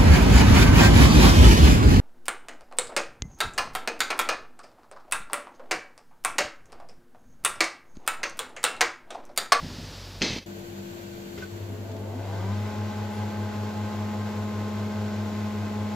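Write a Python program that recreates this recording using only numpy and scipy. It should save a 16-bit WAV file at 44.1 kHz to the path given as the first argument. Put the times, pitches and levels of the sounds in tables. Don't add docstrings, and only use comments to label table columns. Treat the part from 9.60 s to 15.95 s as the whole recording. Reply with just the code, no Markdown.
import sys
import numpy as np
from scipy import signal
from scipy.fft import rfft, irfft, next_fast_len
from scipy.io import wavfile

SR = 44100
rng = np.random.default_rng(int(sys.argv[2]) if len(sys.argv) > 2 else 0)


def file_out(sig):
    cols = np.atleast_2d(sig).T
    lim = np.clip(cols, -1, 1)
    pcm = np.round(lim * 32767).astype(np.int16)
    wavfile.write(sys.argv[1], SR, pcm)


N = 280035
TIME = np.arange(N) / SR
FIRST_SCENE_END_S = .8595
TOP_CUT_HZ = 16020

# time_s, speed_hz (turns a second)
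SPIN_UP = [(1.81, 1), (2.3, 39.5), (2.5, 55.3), (2.72, 81.2), (2.89, 99.8), (2.95, 104), (3.05, 105.05)]
# multiple of a turn, level_db, left_over_right_db, left_lead_radians
CUTTER_TONES = [(1, -41, 0, 0), (2, -34.5, 0, -.18), (3, -68, 1, .1), (4, -47.8, -1, .03), (5, -63, 0, 0),
                (6, -50, -1.5, -.3), (7, -61, 0, 1.4), (8, -46.8, 0, .9), (9, -67, 0, 0),
                (10, -54.2, 3, .01), (12, -58.7, -2, .6), (14, -64.5, 4, .6), (18, -69, 0, 0),
                (24, -70, 0, 0)]
# pitch_hz, width_hz, lift_db
CABINET = [(50, 60, -17), (103, 20, 8), (145, 34, -14), (190, 60, 13), (203, 9, 8), (220, 30, 4),
           (255, 50, 18), (300, 50, -6), (365, 60, 10), (450, 60, 4), (540, 60, 5), (675, 50, 10),
           (838, 70, 6), (970, 50, 8)]
# pitch_hz, level_db (per Hz)
WIND_COLOUR = [(15, -67), (60, -15), (110, -3.5), (155, -20.5), (230, -9.5), (450, -8), (800, -16.5),
               (1150, -19), (4000, -24.5), (7570, -32), (8670, -47), (11300, -39.5), (15700, -46)]
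# pitch_hz, width_hz, lift_db
CASING = [(340, 17, 1.5), (380, 120, 0), (526, 12.5, 3.5), (668, 35, 4), (760, 26, -5.5), (910, 480, 6.5),
          (1496, 140, 5.5), (1563, 26, 8), (2032, 87, 6), (2160, 72, 8), (2175, 40, -7), (2540, 50, 3.5)]
# pitch_hz, width_hz, level_db,
# speed_share (of full speed), share_span (of full speed)
PANELS = [(428, 48, -45.5, 0.41, 0.16), (663.4, 39, -47.5, 0.6, 0.22), (879, 40, -54, .6, 0.18),
          (973, 26, -52, .85, 0.085), (1200, 50, -54.5, 0.89, .07), (296, 25, -46, 0.75, .05),
          (200, 12, -44, 0.92, .02)]
# pitch_hz, level_db (per Hz)
SHAKE_COLOUR = [(150, -42), (300, 1), (700, 9), (1100, -4), (1800, -33)]
# pitch_hz, likeness (1 is the same)
LIKENESS = [(60, 0.92), (130, 0.97), (290, 0.98), (640, 0.6), (1410, 0.79), (3100, 0.53), (6820, 0.75),
            (15000, 0.18)]
MAINS_HUM_HZ, BEAT_PEAK_S = 100.03, 4.62
MOTOR_ON_S, MOTOR_RISE_S, PULL_END_S, PULL_RELEASE_S = 1.907, 0.019, 2.926, 0.084
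HUM_DB, HUM_FULL_SPEED_DB, HUM_SURGE_DB, SURGE_POWER = -36.5, 1.5, 10, 5.4
THROBS_PER_S, THROB_DIP_S, THROB_DEPTH = 10.6, 2.08, .7
WIND_DB, WIND_DB_PER_DECADE = -40, 7
EDGE_DULL_DB, EDGE_SHARE, EDGE_SPAN = -16, 0.57, 0.084
KNIFE_EARLY_DB_PER_DECADE, KNIFE_DB, KNIFE_PULL_DB, KNIFE_CREEP_DB_PER_S = 25, -2.5, -0.5, 1.5
RUN_UP_UNREST = .2
SHAKE_DB, SHAKE_RISE_S, SHAKE_END_S = -46, 0.32, 2.85

# start_s, crackle_db, box_ring_db, button_ring_db
SWITCH_CONTACTS = [(1.775, -36, -50, -36), (1.813, -41.5, -58, -49), (1.8223, -48, -27.5, -41),
                   (1.8303, -58, -37, -58)]
# pitch_hz, level_db (added to the ring), t60_s (time to die by 60 dB)
BOX_MODES = [(1506, 0, 0.07), (1556, -9, 0.14)]
# pitch_hz, level_db (added to the ring), t60_s (time to die by 60 dB)
BUTTON_MODES = [(2090, 0, 0.049), (1390, -1, 0.04), (2640, -7, 0.03), (404, 7.5, 0.069), (90, 3, 0.2)]
# start_s, level_db
TICKS = [(2.315, -42), (2.365, -43)]
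SWITCH_LAG_S = 0.0001

# start_s, level_db, brightness_db, crack_hz
KNOCKS = [(.6108, -32, 0, 2300), (.6152, -23, -20, 230), (.6176, -22.5, 0, 1950), (.6187, -16, 0, 4300),
          (.6226, -19, -4, 330), (.6227, -22, -1, 2300), (.6243, -13.5, -6, 6250), (.633, -23.5, -10, 260),
          (.638, -23, -12, 300), (.662, -24, -20, 340), (.705, -21, -20, 180), (.721, -27, -20, 120),
          (.731, -28, -20, 130), (.763, -25, -20, 280)]
# pitch_hz, level_db (per Hz)
KNOCK_COLOUR = [(24, -33), (60, -37), (200, 0), (480, -6.5), (700, -10.5), (1050, -12.5), (1450, -15),
                (1800, -9.5), (2500, -11), (4200, -5.5), (6300, -14.5), (7200, -21.5), (9700, -39),
                (14000, -58)]
# pitch_hz, width_hz, lift_db
KNOCK_RINGS = [(2080, 150, 8.5), (2270, 54, 10), (2590, 60, 12), (3160, 53, 6), (3920, 57, -3),
               (4200, 56, 4), (4630, 120, 0), (5000, 37, 6.5), (6060, 280, 6)]
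KNOCK_PATCHY_DB = 1.5
ROOM_T60_S, ROOM_DB, FIRST_ECHO_S = 0.81, -13.5, 0.0033

# multiple of a turn, level_db, left_over_right_db, left_lead_radians
FAN_TONES = [(1, -60.5, 3, 0), (2, -51.5, 1, 0), (4, -48, -3, 0.1), (5, -60.5, 0, 0), (6, -71, 2, 0),
             (7, -47, 14, 0.63), (11, -69, 7, 0.44), (12, -58.5, 3, 0), (13, -61, -3, 0.23),
             (14, -70, 21, 0.24)]
# pitch_hz, level_db
WHINES = [(10917, -75), (11326, -89.5), (13647, -80), (14223, -83)]
# pitch_hz, level_db (per Hz)
RUSH_COLOUR = [(15, -54), (40, -28), (96, -8), (200, -6), (450, -17.5), (700, -14), (1150, -20),
               (1800, -21.5), (3500, -23.5), (5500, -29.5), (7100, -25.5), (8000, -29), (8700, -54.5),
               (11000, -31.5), (15700, -30.5)]
# pitch_hz, width_hz, lift_db
DUCT = [(195.6, 8.2, 11), (96.5, 14, 8), (450, 83, 10), (1517, 68, 9), (4390, 240, 5.5)]
# pitch_hz, likeness (1 is the same, below 0 is opposed)
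RUSH_LIKENESS = [(60, 0.99), (110, 1), (200, 0.91), (380, 0.86), (700, 0.16), (1290, -0.71), (2380, 0.17),
                 (4400, -0.16), (8120, 0.15), (15000, 0.3)]
FAN_TURN_HZ, RUSH_DB = 49.17, -42.5
TONE_SINK_DB, RUSH_SINK_DB, SINK_DONE_SHARE = -7, -4, 0.45

# start_s, rumble_db, thud_db, thud_hz
SHUFFLES = [(.028, -39, -25.5, 163), (.046, -48, -26, 251), (.058, -53, -32, 106), (.079, -48, -32, 188),
            (.12, -46, -35, 210), (.142, -50, -32, 155), (.185, -46, -30, 248), (.227, -47, -35, 200),
            (.275, -49, -40, 90)]
# pitch_hz, level_db (per Hz)
SHUFFLE_COLOUR = [(12, -36), (20, -18), (96, -5.5), (155, -1.5), (188, -3.5), (274, -5.5), (323, -10),
                  (511, -23), (602, -25), (1000, -39), (1300, -52), (2200, -120)]
# pitch_hz, level_db (per Hz)
HISS_COLOUR = [(290, -6.5), (500, -0.5), (676, -4), (737, -4), (1070, -7), (1430, -8), (1530, -7.5),
               (1720, -6), (2130, -9.5), (4910, -4.5), (7780, -18.5), (15500, -53)]
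# pitch_hz, level_db
ROOM_DRONE = [(46.5, -45), (93.7, -43.5)]
# pitch_hz, level_db (per Hz)
PREAMP_COLOUR = [(3000, -10), (7000, -7), (10000, 9), (15800, 7.5)]
# start_s, change_db
FADE_STEPS = [(.789, -8.5), (.833, -7)]
HISS_DB, HISS_HOLD_S, HISS_FALL_DB_PER_S = -44, 0.35, 12
THUD_CYCLES = 3.0
SHUFFLE_RISE_S, SHUFFLE_T60_S, SHUFFLE_FLOOR_DB = 0.015, 0.33, -50.5
PREAMP_DB, FADE_RAMP_S = -61, .01


def moulder():
    speed, share = spindle_speed(), speed_share()
    running = attack(MOTOR_ON_S, MOTOR_RISE_S)
    settled = attack(PULL_END_S, PULL_RELEASE_S)
    pull = share ** SURGE_POWER * (1 - settled)
    angle = 2 * np.pi * np.cumsum(speed) / SR
    angle -= angle[round(BEAT_PEAK_S * SR)]
    hum = mains_hum(share, pull)
    tone = cutter(angle, speed, share, pull, settled)
    wind = cutter_wind(angle, share)
    return hum * running + tone + panels(share, settled) + running * wind


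def mains_hum(share, pull):
    hum_db = HUM_DB + HUM_FULL_SPEED_DB * np.sqrt(share) + HUM_SURGE_DB * pull + 0.29 * drift(6.5)
    dips = np.cos(np.pi * THROBS_PER_S * (TIME - THROB_DIP_S)) ** 4
    throb = 1 - THROB_DEPTH * (1 - share) * dips
    wave = np.cos(2 * np.pi * MAINS_HUM_HZ * (TIME - BEAT_PEAK_S))
    return np.sqrt(2) * throb * amp(hum_db) * wave * amp([[.8], [-.8]])


def cutter(angle, speed, share, pull, settled):
    growth_db = 26 * np.log10(share)
    knife_db = (KNIFE_DB - KNIFE_EARLY_DB_PER_DECADE * np.log10(share) + KNIFE_PULL_DB * pull
                + KNIFE_CREEP_DB_PER_S * np.maximum(TIME - PULL_END_S, 0))

    def lift_db(k):
        cabinet_db = bumps_db(CABINET, k * speed) - bumps_db(CABINET, k * speed[-1])
        return growth_db + cabinet_db + knife_db * (k == 2)

    unrest = 1 + RUN_UP_UNREST * (1 - settled)
    return tones(angle, CUTTER_TONES, waver_db=.45, spread=1.2, lift_db=lift_db, unrest=unrest)


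def cutter_wind(angle, share):
    wind = noise(WIND_COLOUR, CASING)
    body = signal.sosfilt(signal.butter(1, 700, fs=SR, output="sos"), wind)
    puffs = 1 + 0.17 * np.cos(2 * angle) + 0.1 * np.cos(4 * angle)
    edge_db = EDGE_DULL_DB / (1 + np.exp((share - EDGE_SHARE) / EDGE_SPAN))
    wind_db = WIND_DB + WIND_DB_PER_DECADE * np.log10(share) + .5 * drift(11.0)
    return amp(wind_db) * (body + amp(edge_db) * puffs * (wind - body))


def panels(share, settled):
    swell = attack(MOTOR_ON_S, SHAKE_RISE_S) ** 2 * (1 - attack(SHAKE_END_S, PULL_RELEASE_S))
    shake = amp(SHAKE_DB) * swell * noise(SHAKE_COLOUR)
    for hz, width_hz, db, at_share, span in PANELS:
        buzz = noise([(hz / 2, -30), (hz, 0), (hz * 2, -30)], [(hz, width_hz, 30)])
        nearness = np.exp(-.5 * ((share - at_share) / span) ** 2)
        shake = shake + amp(db) * nearness * (1 - settled) * buzz
    return shake


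def switch():
    out, crackle = np.zeros((2, N)), noise(WIND_COLOUR)
    crackle = signal.sosfilt(signal.butter(2, 900, "high", fs=SR, output="sos"), crackle)
    for s, db, box_db, button_db in SWITCH_CONTACTS:
        age, rise = np.maximum(TIME - s, 0), attack(s, .004)
        ear_age = np.maximum(age - [[0], [SWITCH_LAG_S]], 0)
        out += amp(db) * rise * np.exp(-age / 0.026) * crackle
        for ring_db, modes in ((box_db, BOX_MODES), (button_db, BUTTON_MODES)):
            for hz, mode_db, t60_s in modes:
                level = amp(ring_db + mode_db - 60 * age / t60_s)
                out += level * rise * np.sin(2 * np.pi * hz * ear_age)
    for s, db in TICKS:
        out += amp(db) * (TIME > s) * np.exp(-np.maximum(TIME - s, 0) / 0.011) * crackle
    return out


def knocks():
    whole = patchy_knock_noise()
    lows = signal.sosfilt(signal.butter(2, 600, fs=SR, output="sos"), whole)
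    flutter_db = 0.87 * drift(180.0)
    out = np.zeros(N)
    for (s, db, bright_db, crack_hz), shift in zip(KNOCKS, rng.integers(0, N, len(KNOCKS))):
        grain, low = np.roll(whole, shift), np.roll(lows, shift)
        age = np.maximum(TIME - s, 0)
        late = np.maximum(age - FIRST_ECHO_S, 0)
        puff = np.exp(-age / .0015)
        tail = amp(ROOM_DB - 60 * late / ROOM_T60_S + flutter_db) * (1 - np.exp(-late / 0.0013))
        crack = np.exp(-age * np.sqrt(crack_hz) / 0.073) * np.sin(2 * np.pi * crack_hz * age)
        blow_noise = (puff + tail) * (low + amp(bright_db) * (grain - low))
        out += amp(db) * attack(s, 0.00015) * (blow_noise + crack)
    return out


def patchy_knock_noise():
    whole = noise(KNOCK_COLOUR, KNOCK_RINGS, wide=False)[0]
    edges = np.geomspace(700, 9000, 8)
    for low_hz, high_hz in zip(edges, edges[1:]):
        band = signal.sosfilt(signal.butter(1, [low_hz, high_hz], "band", fs=SR, output="sos"), whole)
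        whole = whole + (amp(KNOCK_PATCHY_DB * drift(35)) - 1) * band
    return whole


def extractor():
    sink = np.minimum(speed_share() / SINK_DONE_SHARE, 1)
    whine = sum(amp(db + 6.0 * drift(7.6)) * np.sin(2 * np.pi * hz * TIME + .8 * drift(8.0))
                for hz, db in WHINES)
    hum = tones(2 * np.pi * FAN_TURN_HZ * TIME, FAN_TONES, waver_db=.15, spread=3)
    rush_db = RUSH_DB + RUSH_SINK_DB * sink + .5 * drift(27.0)
    rush = amp(rush_db) * noise(RUSH_COLOUR, DUCT, likeness=RUSH_LIKENESS)
    return amp(TONE_SINK_DB * sink) * (hum + whine) + rush


def shuffling():
    level, thuds = amp(SHUFFLE_FLOOR_DB), np.zeros(N)
    for s, rumble_db, thud_db, hz in SHUFFLES:
        level = level + amp(rumble_db - 60 * (TIME - s) / SHUFFLE_T60_S) * attack(s, SHUFFLE_RISE_S)
        age = np.maximum(TIME - s, 0)
        thuds += amp(thud_db - 20 * hz * age / THUD_CYCLES) * np.sin(2 * np.pi * hz * age)
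    return thuds + level * noise(SHUFFLE_COLOUR, wide=False)[0]


def air_hiss():
    hiss_db = HISS_DB - HISS_FALL_DB_PER_S * np.maximum(TIME - HISS_HOLD_S, 0)
    return amp(hiss_db) * noise(HISS_COLOUR, wide=False)[0]


def room_drone():
    return sum(amp(db + 1.6 * drift(8.0)) * np.sin(2 * np.pi * hz * TIME) for hz, db in ROOM_DRONE)


def first_scene():
    preamp = amp(PREAMP_DB) * noise(PREAMP_COLOUR)
    fade_db = sum(db * np.clip((TIME - s) / FADE_RAMP_S, 0, 1) for s, db in FADE_STEPS)
    faded = amp(fade_db) * (knocks() + shuffling() + air_hiss() + room_drone() + preamp)
    return (faded + amp(-11) * preamp) * (TIME < FIRST_SCENE_END_S)


def tones(angle, orders, waver_db, spread, lift_db=lambda k: 0, unrest=1):
    out = np.zeros((2, N))
    for k, db, pan_db, lead in orders:
        start = spread * rng.standard_normal() * (k > 1)
        chance = 1.9 * drift(0.33) + 3.0 * drift(25.0)
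        wobble_db = waver_db * min(k, 5) / 3 * unrest * chance
        level = np.sqrt(2) * amp(db + lift_db(k) + wobble_db)
        wave = np.cos(k * angle + start + [[lead / 2], [-lead / 2]])
        out += level * amp([[pan_db / 2], [-pan_db / 2]]) * wave
    return out


def noise(spectrum, modes=(), wide=True, likeness=LIKENESS):
    size = next_fast_len(N)
    hz = np.maximum(np.arange(size // 2 + 1) * SR / size, 1)
    colour = amp(at_hz(spectrum, hz) + bumps_db(modes, hz))
    mid, side = rfft(rng.standard_normal((2, size))) * colour
    alike = np.clip(at_hz(likeness, hz), -1, 1) if wide else 1
    both = np.sqrt(1 + alike) * mid + np.sqrt(1 - alike) * side * [[1], [-1]]
    out = irfft(both, size)[:, :N]
    return out / out.std()


def drift(rate_hz):
    r = np.exp(-80 * np.pi * rate_hz / SR)
    white = rng.standard_normal(N // 40 + 2002)
    slow = signal.lfilter([1], [1, -2 * r, r * r], white)[2000:]
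    return np.interp(np.arange(N) / 40, np.arange(len(slow)), slow / slow.std())


def attack(start_s, rise_s):
    return 1 - np.exp(-np.maximum(TIME - start_s, 0) / rise_s)


def spindle_speed():
    times_s, speeds_hz = np.transpose(SPIN_UP)
    return np.interp(TIME, times_s, speeds_hz)


def speed_share():
    speed = spindle_speed()
    return speed / speed[-1]


def bumps_db(modes, hz):
    return sum(db / (1 + (2 * (hz - centre_hz) / width_hz) ** 2) for centre_hz, width_hz, db in modes)


def at_hz(points, hz):
    pitches_hz, values = np.transpose(points)
    return np.interp(np.log(hz), np.log(pitches_hz), values)


def amp(db):
    return 10 ** (np.asarray(db) / 20)


def scene():
    left, right = (moulder() + switch() + extractor()) * amp([[.3], [-.3]])
    close = np.array([left, np.append(0, right[:-1])])
    return first_scene() + close * attack(FIRST_SCENE_END_S, .002)


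def record(dry):
    return signal.sosfilt(signal.cheby2(20, 70, TOP_CUT_HZ, fs=SR, output="sos"), dry)


dry = scene()
out = record(dry)
file_out(out)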